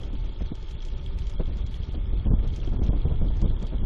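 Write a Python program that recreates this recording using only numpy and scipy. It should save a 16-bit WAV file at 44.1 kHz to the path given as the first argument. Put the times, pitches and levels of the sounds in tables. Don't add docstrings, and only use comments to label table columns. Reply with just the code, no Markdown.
import sys
import numpy as np
from scipy import signal
from scipy.io import wavfile
from scipy.ndimage import uniform_filter1d

SR = 44100
rng = np.random.default_rng(int(sys.argv[2]) if len(sys.argv) > 2 else 0)


def wav_record(signal):
    frames = np.transpose(np.atleast_2d(signal))
    bounded = np.clip(frames, -1, 1)
    quanta = np.round(bounded * 32767).astype(np.int16)
    wavfile.write(sys.argv[1], SR, quanta)


def invert_db(x):
    u = np.asarray(x, float) / 20
    return 10 ** u


N = 169785

# time in seconds, big eddies in dB, small eddies in dB.
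WIND_COURSE = [(0.0, -31, -46.5), (0.27, -24.5, -43), (0.36, -35.5, -44), (0.42, -23, -75),
               (0.65, -32, -63), (0.72, -29.5, -72), (1.53, -24, -54), (1.91, -28.5, -83),
               (2.11, -23.5, -41), (2.27, -20.5, -45.5), (2.3, -20, -36), (2.59, -22.5, -40.5),
               (2.98, -22, -39), (3.1, -22, -34.5), (3.17, -20.5, -41), (3.58, -22, -44),
               (3.62, -37.5, -38.5), (3.85, -16.5, -35)]
# frequency in Hz, level in dB, 60 dB decay time in seconds.
SHELL_MODES = [(2310, -19, .007), (3050, -8, .007), (3269, 1, .012), (3520, -6, .007), (3780, -9, .005),
               (4700, -16, .0015), (6900, -17, .002)]
# time in seconds, peak in dB, shell pitch in Hz.
HARD_SLAPS = [(0.0338, -41, 3200), (0.1306, -46, 3220), (0.1531, -42, 3190), (0.2927, -43, 3270),
              (0.4873, -48, 3200), (0.5531, -44, 3260), (0.6868, -49, 3160), (0.7662, -45, 3300),
              (0.7876, -45, 3370), (0.8046, -41, 3300), (0.8265, -42, 3250), (1.0625, -35, 3280),
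              (1.2206, -43, 3120), (1.269, -44, 3140), (1.3957, -50, 3290), (1.4351, -46, 3250),
              (1.4571, -39, 3285), (1.7424, -34, 3280), (1.8178, -50, 3230), (1.8337, -34.5, 3240),
              (1.8916, -44, 3100), (1.9116, -43, 3280), (1.95, -42, 3250), (2.141, -49, 3299),
              (2.1979, -45.5, 3280), (2.2682, -45, 2880), (2.3426, -56, 3250), (2.5027, -52, 3260),
              (2.5386, -41, 3230), (2.6165, -41, 3120), (2.6748, -39, 3210), (2.8644, -43, 3227),
              (2.8838, -42, 3260), (3.0175, -41, 3320), (3.0959, -44, 3250), (3.2655, -55.5, 3370),
              (3.4595, -42.5, 3570), (3.4984, -40, 3330), (3.6681, -40, 3160), (3.7828, -40, 3200)]


def rms_one(x):
    return x / np.sqrt(np.mean(x ** 2) + 1e-20)


def in_time(rows):
    s, *columns = np.transpose(rows)
    return [np.interp(np.arange(N) / SR, s, c) for c in columns]


def drift(rate_hz):
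    r = np.exp(-80 * np.pi * rate_hz / SR)
    white = rng.standard_normal(N // 40 + 2002)
    slow = signal.lfilter([1], [1, -2 * r, r * r], white)[2000:]
    return np.interp(np.arange(N) / 40, np.arange(len(slow)), rms_one(slow))


def ring(clicks, hz, t60_s):
    r = invert_db(-60 / (t60_s * SR))
    w = 2 * np.pi * hz / SR
    return signal.lfilter([0, np.sin(w)], [1, -2 * r * np.cos(w), r * r], clicks + 1e-18)


def banded_noise(spectrum, shared_db, own_db, rate_hz):
    hz, db = np.transpose(spectrum)
    edges_hz = hz[0] * 2 ** np.arange(0, np.log2(hz[-1] / hz[0]) + .01, .5)
    out = 0
    together = drift(rate_hz)
    white = rng.standard_normal((2, N + SR // 2))
    for k, (low, high) in enumerate(zip(edges_hz, edges_hz[1:])):
        sos = signal.butter(2, [low, high], "band", fs=SR, output="sos")
        band = signal.sosfilt(sos, white[k % 2])[-N:]
        level_db = np.interp(np.log(low * high) / 2, np.log(hz), db)
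        flicker_db = shared_db * together + own_db * drift(rate_hz)
        out = out + invert_db(level_db + flicker_db) * band
    return rms_one(out)


def rolling():
    # frequency in Hz, density in dB per Hz.
    hiss_spectrum = [(200, -21.5), (383, -0.5), (667, -16), (1500, -19.5), (3260, -14.5), (7000, -27.5),
                     (8800, -50), (16000, -35)]
    # frequency in Hz, width in Hz, level in dB.
    resonances = [(379, 24, -56.5), (577, 23, -64), (889.4, 35, -64), (1257, 280, -63.5), (1750, 37, -75.5),
                  (2199, 64, -70), (3372, 310, -62.5), (6840, 690, -76.5), (10200, 550, -79.5),
                  (12700, 790, -87.5)]
    out = invert_db(-56.5) * banded_noise(hiss_spectrum, shared_db=1.8, own_db=2.5, rate_hz=36)
    for hz, width_hz, db in resonances:
        t60_s = np.log(1000) / np.pi / width_hz
        level = invert_db(db + 2 * drift(30.0))
        out += level * rms_one(ring(rng.standard_normal(N), hz, t60_s))
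    return out


def snaps():
    # time in seconds, peak in dB.
    cracks = [(0.4203, -47.5), (0.5525, -48.5), (0.6264, -52), (0.711, -49.5), (0.821, -44.5), (0.85, -44),
              (0.883, -50.5), (0.9236, -54), (1.1874, -45.5), (1.268, -45.5), (1.297, -45), (1.3374, -49),
              (1.5695, -48), (1.6651, -46.5), (2.4767, -51), (2.561, -42.5), (2.6468, -45), (2.836, -46),
              (2.8659, -46), (3.3694, -49), (3.4158, -42.5), (3.626, -45.5), (3.6681, -49), (3.6824, -49.5)]
    gain_db, decay_s, low_hz, high_hz = 3.5, 0.0049, 1800, 6990
    s, db = np.transpose(cracks)
    clicks = np.zeros(N)
    clicks[(s * SR).astype(int)] = invert_db(db + gain_db)
    envelope = signal.lfilter([1], [1, -np.exp(-1 / (decay_s * SR))], clicks + 1e-18)
    sos = signal.butter(4, [low_hz, high_hz], "band", fs=SR, output="sos")
    return signal.sosfilt(sos, envelope * rng.standard_normal(N))


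def chain():
    # time in seconds, rate in links per second.
    mesh_rate = [
        (0, 56),
        (1.3, 66.5),
        (1.75, 49),
        (2.6, 52.3),
        (3.85, 59.4),
    ]
    start_links, mesh_db, spread_db, mode_spread_db = 0.27, -48, 2.5, 3.5
    jitter_s, contact_s, slap_gap_s = .0008, .0025, .011
    links_per_s, = in_time(mesh_rate)
    s = np.flatnonzero(np.diff(np.floor(start_links + np.cumsum(links_per_s) / SR))) / SR
    luck = rng.standard_normal((220, 2 + len(SHELL_MODES)))[:len(s)]
    s = s + jitter_s * luck[:, 0]
    db = mesh_db + spread_db * luck[:, 1]
    free = np.abs(s[:, None] - np.array(HARD_SLAPS)[:, 0]).min(axis=1) > slap_gap_s
    at = np.clip(s * SR, 0, N - 1).astype(int)
    contact = np.hanning(int(contact_s * SR))
    out = np.zeros(N)
    for k, (hz, level_db, t60_s) in enumerate(SHELL_MODES):
        clicks = np.zeros(N)
        clicks[at] = free * invert_db(db + mode_spread_db * luck[:, 2 + k])
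        carrier = np.cos(2 * np.pi * hz / SR * np.arange(len(contact)))
        push = contact * carrier * 2 / contact.sum()
        out += invert_db(level_db) * ring(np.convolve(clicks, push)[:N], hz, t60_s)
    return out


def knocks():
    gain_db, spread_db, rise_s, shell_hz = 6.5, 2.6, 0.0011, 3240
    hz, level_db, t60_s = np.array(SHELL_MODES).T[:, :, None]
    age = np.arange(1024) / SR
    out = np.zeros(N + 1024)
    luck = rng.standard_normal((len(HARD_SLAPS), len(SHELL_MODES), 1))
    for (s, db, pitch_hz), chance in zip(HARD_SLAPS, luck):
        decay = invert_db(db + gain_db + level_db + spread_db * chance - 60 * age / t60_s)
        modes = decay * np.sin(2 * np.pi * hz * pitch_hz / shell_hz * age)
        out[int(s * SR):][:1024] += (1 - np.exp(-age / rise_s)) * modes.sum(axis=0)
    return out[:N]


def bursts():
    # time in seconds, peak in dB, length in seconds, suction in dB.
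    eddy_bursts = [(0.129, -29.5, 0.014, -29), (0.408, -22.5, 0.0029, -2.5), (0.418, -22.5, 0.0039, 0.5),
                   (0.517, -20, 0.0054, -9), (0.927, -34, 0.0035, -13), (0.936, -35, 0.0057, -4),
                   (1.397, -19, 0.011, -11), (1.476, -36, 0.055, 12), (1.8, -31.5, 0.0057, 7),
                   (1.887, -36, 0.0085, 12), (1.942, -30, 0.015, -14), (1.975, -35.5, 0.012, 9.5),
                   (2.133, -29.5, 0.012, 1), (2.251, -34, 0.0023, 4), (2.26, -22, 0.018, 1),
                   (2.305, -23, 0.008, 10.5), (2.314, -23, 0.0081, -3.5), (2.334, -11.5, 0.0054, -8),
                   (2.385, -35, 0.012, 5), (2.445, -35.5, 0.019, 8), (2.53, -36, 0.012, 3),
                   (2.584, -29.5, 0.0058, 1), (2.674, -24, 0.0068, 1.5), (2.692, -31.5, 0.0048, -10),
                   (2.735, -34, 0.0073, 9.5), (2.791, -22, 0.0059, -1), (2.816, -23, 0.0055, 7),
                   (2.889, -19.5, 0.01, 9.5), (2.93, -24, 0.01, -9), (2.959, -25.5, 0.0084, -3),
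                   (3.053, -20, 0.012, 3.5), (3.215, -18.5, 0.01, 1), (3.244, -26, 0.021, -8),
                   (3.303, -29.5, .007, -7), (3.335, -36, 0.0048, -4), (3.424, -18, 0.0063, 4.5),
                   (3.439, -22.5, 0.0081, 8), (3.455, -22, 0.0098, 5), (3.624, -41, 0.0041, 10),
                   (3.733, -23.5, 0.012, -10)]
    rise_s, suck_gain_db, suck_lag_s, suck_s = .0025, 5.5, 0.0032, 0.0024
    t = np.arange(N) / SR
    puff, dips = np.zeros(N), np.zeros(N)
    for s, db, length_s, suck_db in eddy_bursts:
        age = np.clip(t - s + rise_s, 0, None)
        fall = np.exp(-(age / max(length_s, .003) / 2) ** 2)
        puff += invert_db(db) * (1 - np.exp(-age / rise_s)) * fall
        dip = np.exp(-np.abs((t - s - suck_lag_s) / suck_s) ** 1.54)
        dips -= invert_db(db + suck_db + suck_gain_db) * dip
    return puff, dips


def buffets(puff, dips):
    # frequency in Hz, density in dB per Hz.
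    burst_spectrum = [(90, -5.5), (200, 4), (350, -2), (600, -15.5), (1000, -28), (1500, -49.5),
                      (2100, -39)]
    eddies = banded_noise(burst_spectrum, shared_db=0, own_db=0, rate_hz=20)
    eddies = eddies / np.sqrt(uniform_filter1d(eddies ** 2, size=500) + 0.069)
    suck = signal.sosfilt(signal.butter(1, 30, "high", fs=SR, output="sos"), dips)
    return invert_db(-5.5) * puff * eddies + suck


def wind(puff):
    # frequency in Hz, density in dB per Hz.
    big_spectrum = [(7.1, -13), (12, 0.5), (27, 8), (46, 3.5), (300, -30.5), (390, -60.5), (660, -120)]
    small_spectrum = [(59, -31), (100, -3), (157, -11), (220, -11), (578, -25), (811, -29), (886, -27.5),
                      (2000, -59.5), (2600, -80), (4400, -120)]
    # centre in seconds, half width in seconds, change in dB.
    swells = [(0.099, 0.014, -2.5), (.34, 0.046, -0.5), (.49, 0.011, -6), (.56, 0.021, -7.5),
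              (.65, .02, 0.5), (1.04, 0.014, -5), (1.31, 0.026, -5), (1.51, 0.014, -1), (1.66, 0.014, -4),
              (1.721, 0.016, -9), (1.85, 0.014, -3.5), (2.24, .015, -9), (2.57, .04, -9),
              (3.031, 0.0096, 0.5), (3.51, 0.008, 7.5), (3.65, 0.035, 7.5)]
    heave_db, heave_s = 15, .027
    big_db, small_db = in_time(WIND_COURSE)
    t = np.arange(N) / SR
    swell_db = sum(db * np.exp(-((t - s) / width_s) ** 2) for s, width_s, db in swells)
    heave = 1 + invert_db(heave_db) * uniform_filter1d(puff, int(heave_s * SR))
    big = banded_noise(big_spectrum, shared_db=3.0, own_db=0.5, rate_hz=8.4)
    big = big / np.sqrt(uniform_filter1d(big ** 2, size=3000) + 0.31)
    small = banded_noise(small_spectrum, shared_db=5.0, own_db=1.0, rate_hz=15.2)
    return invert_db(big_db + swell_db + 0.48) * heave * big + invert_db(small_db + 0.77 * swell_db) * small


def scene():
    puff, dips = bursts()
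    air = wind(puff) + buffets(puff, dips)
    carried = rolling() + chain() + knocks() + snaps()
    return (air + carried)[None]


def drop_faint_treble(x):
    # start in seconds, length in seconds, threshold cut in dB.
    spare = [(0, .07, 11), (0.0, .02, 24), (0.167, .22, 4.5), (0.416, .02, 4), (0.555, .095, 13.5),
             (0.647, .085, 0), (0.695, .04, 30), (0.787, .15, 5), (0.845, .04, 19), (1.047, .02, 34),
             (1.061, .015, 30), (1.163, .2, 4.5), (.95, 0.19, 4.5), (1.253, .03, 2), (1.169, .05, 33),
             (1.287, .035, 9), (1.451, .05, 6), (1.553, .07, 7.5), (0.077, .085, 5.5), (1.664, 0.27, 5.5),
             (1.709, .05, 45), (1.919, .025, 14.5), (2.21, 0.033, 5), (2.035, 0.022, 2.5), (2.475, .025, 9),
             (2.515, .105, 5.5), (2.658, .045, 14), (2.713, .065, 9.5), (2.538, .055, 29),
             (2.822, .06, 4.5), (3.006, .04, 2.5), (3.324, 0.066, 2), (3.369, 0.05, 11.5),
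             (3.592, 0.032, 11.5), (3.663, .02, 8), (3.667, .01, 40)]
    starved = [(1.615, .035, -6), (2.285, .05, -19), (.53, .015, -5), (.765, .015, -5), (2.335, .015, -3),
               (2.775, .045, -4), (2.885, .04, -4), (3.08, .03, -1), (3.435, .03, -7), (3.5, .03, -5),
               (3.77, .06, -3)]
    keep_db, tilt_db_per_octave, follows_wind, chance_db, patchy_db = -85, 1.5, .15, 2, 6
    hz, t, z = signal.stft(np.pad(x, (0, 2048), "reflect"), SR, nperseg=2048, boundary="even")
    power = np.mean(np.abs(z[1:].reshape(64, 16, -1)) ** 2, axis=1)
    band_db = 10 * np.log10(power + 1e-16)
    band_hz = hz[8::16, None]
    load_db = np.interp(t, *np.transpose(WIND_COURSE)[:2])
    spare_db = 0
    for s, length_s, db in [*spare, *starved]:
        inside_s = length_s / 2 + .012 - np.abs(t - s - length_s / 2)
        spare_db = spare_db + db * np.clip(inside_s * SR / 1024, 0, 1)
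    chance = rng.standard_normal(band_db.shape) + rng.standard_normal(len(t))
    threshold_db = keep_db + tilt_db_per_octave * np.log2(band_hz / 4000)
    threshold_db = threshold_db + follows_wind * (load_db - load_db.mean()) - spare_db + chance_db * chance
    patches = np.repeat(rng.standard_normal((32, len(t))), 2, axis=0)
    threshold_db += patchy_db * (band_hz > 8000) * (.3 + patches)
    z[81:] *= np.repeat(np.clip(band_db - threshold_db, 0, 1), 16, axis=0)[80:]
    return signal.istft(z, SR, nperseg=2048)[1][:N]


def band_limit(x):
    return signal.sosfilt(signal.butter(12, 15000, fs=SR, output="sos"), x)


def record(dry):
    dry = dry * np.clip((N - np.arange(N)) / SR / .008, .3, 1)
    rounded = .42 * np.tanh(dry[0] / .42)
    mix = drop_faint_treble(rounded)[None] - 0.0033
    return band_limit(mix)


dry = scene()
out = record(dry)
wav_record(out)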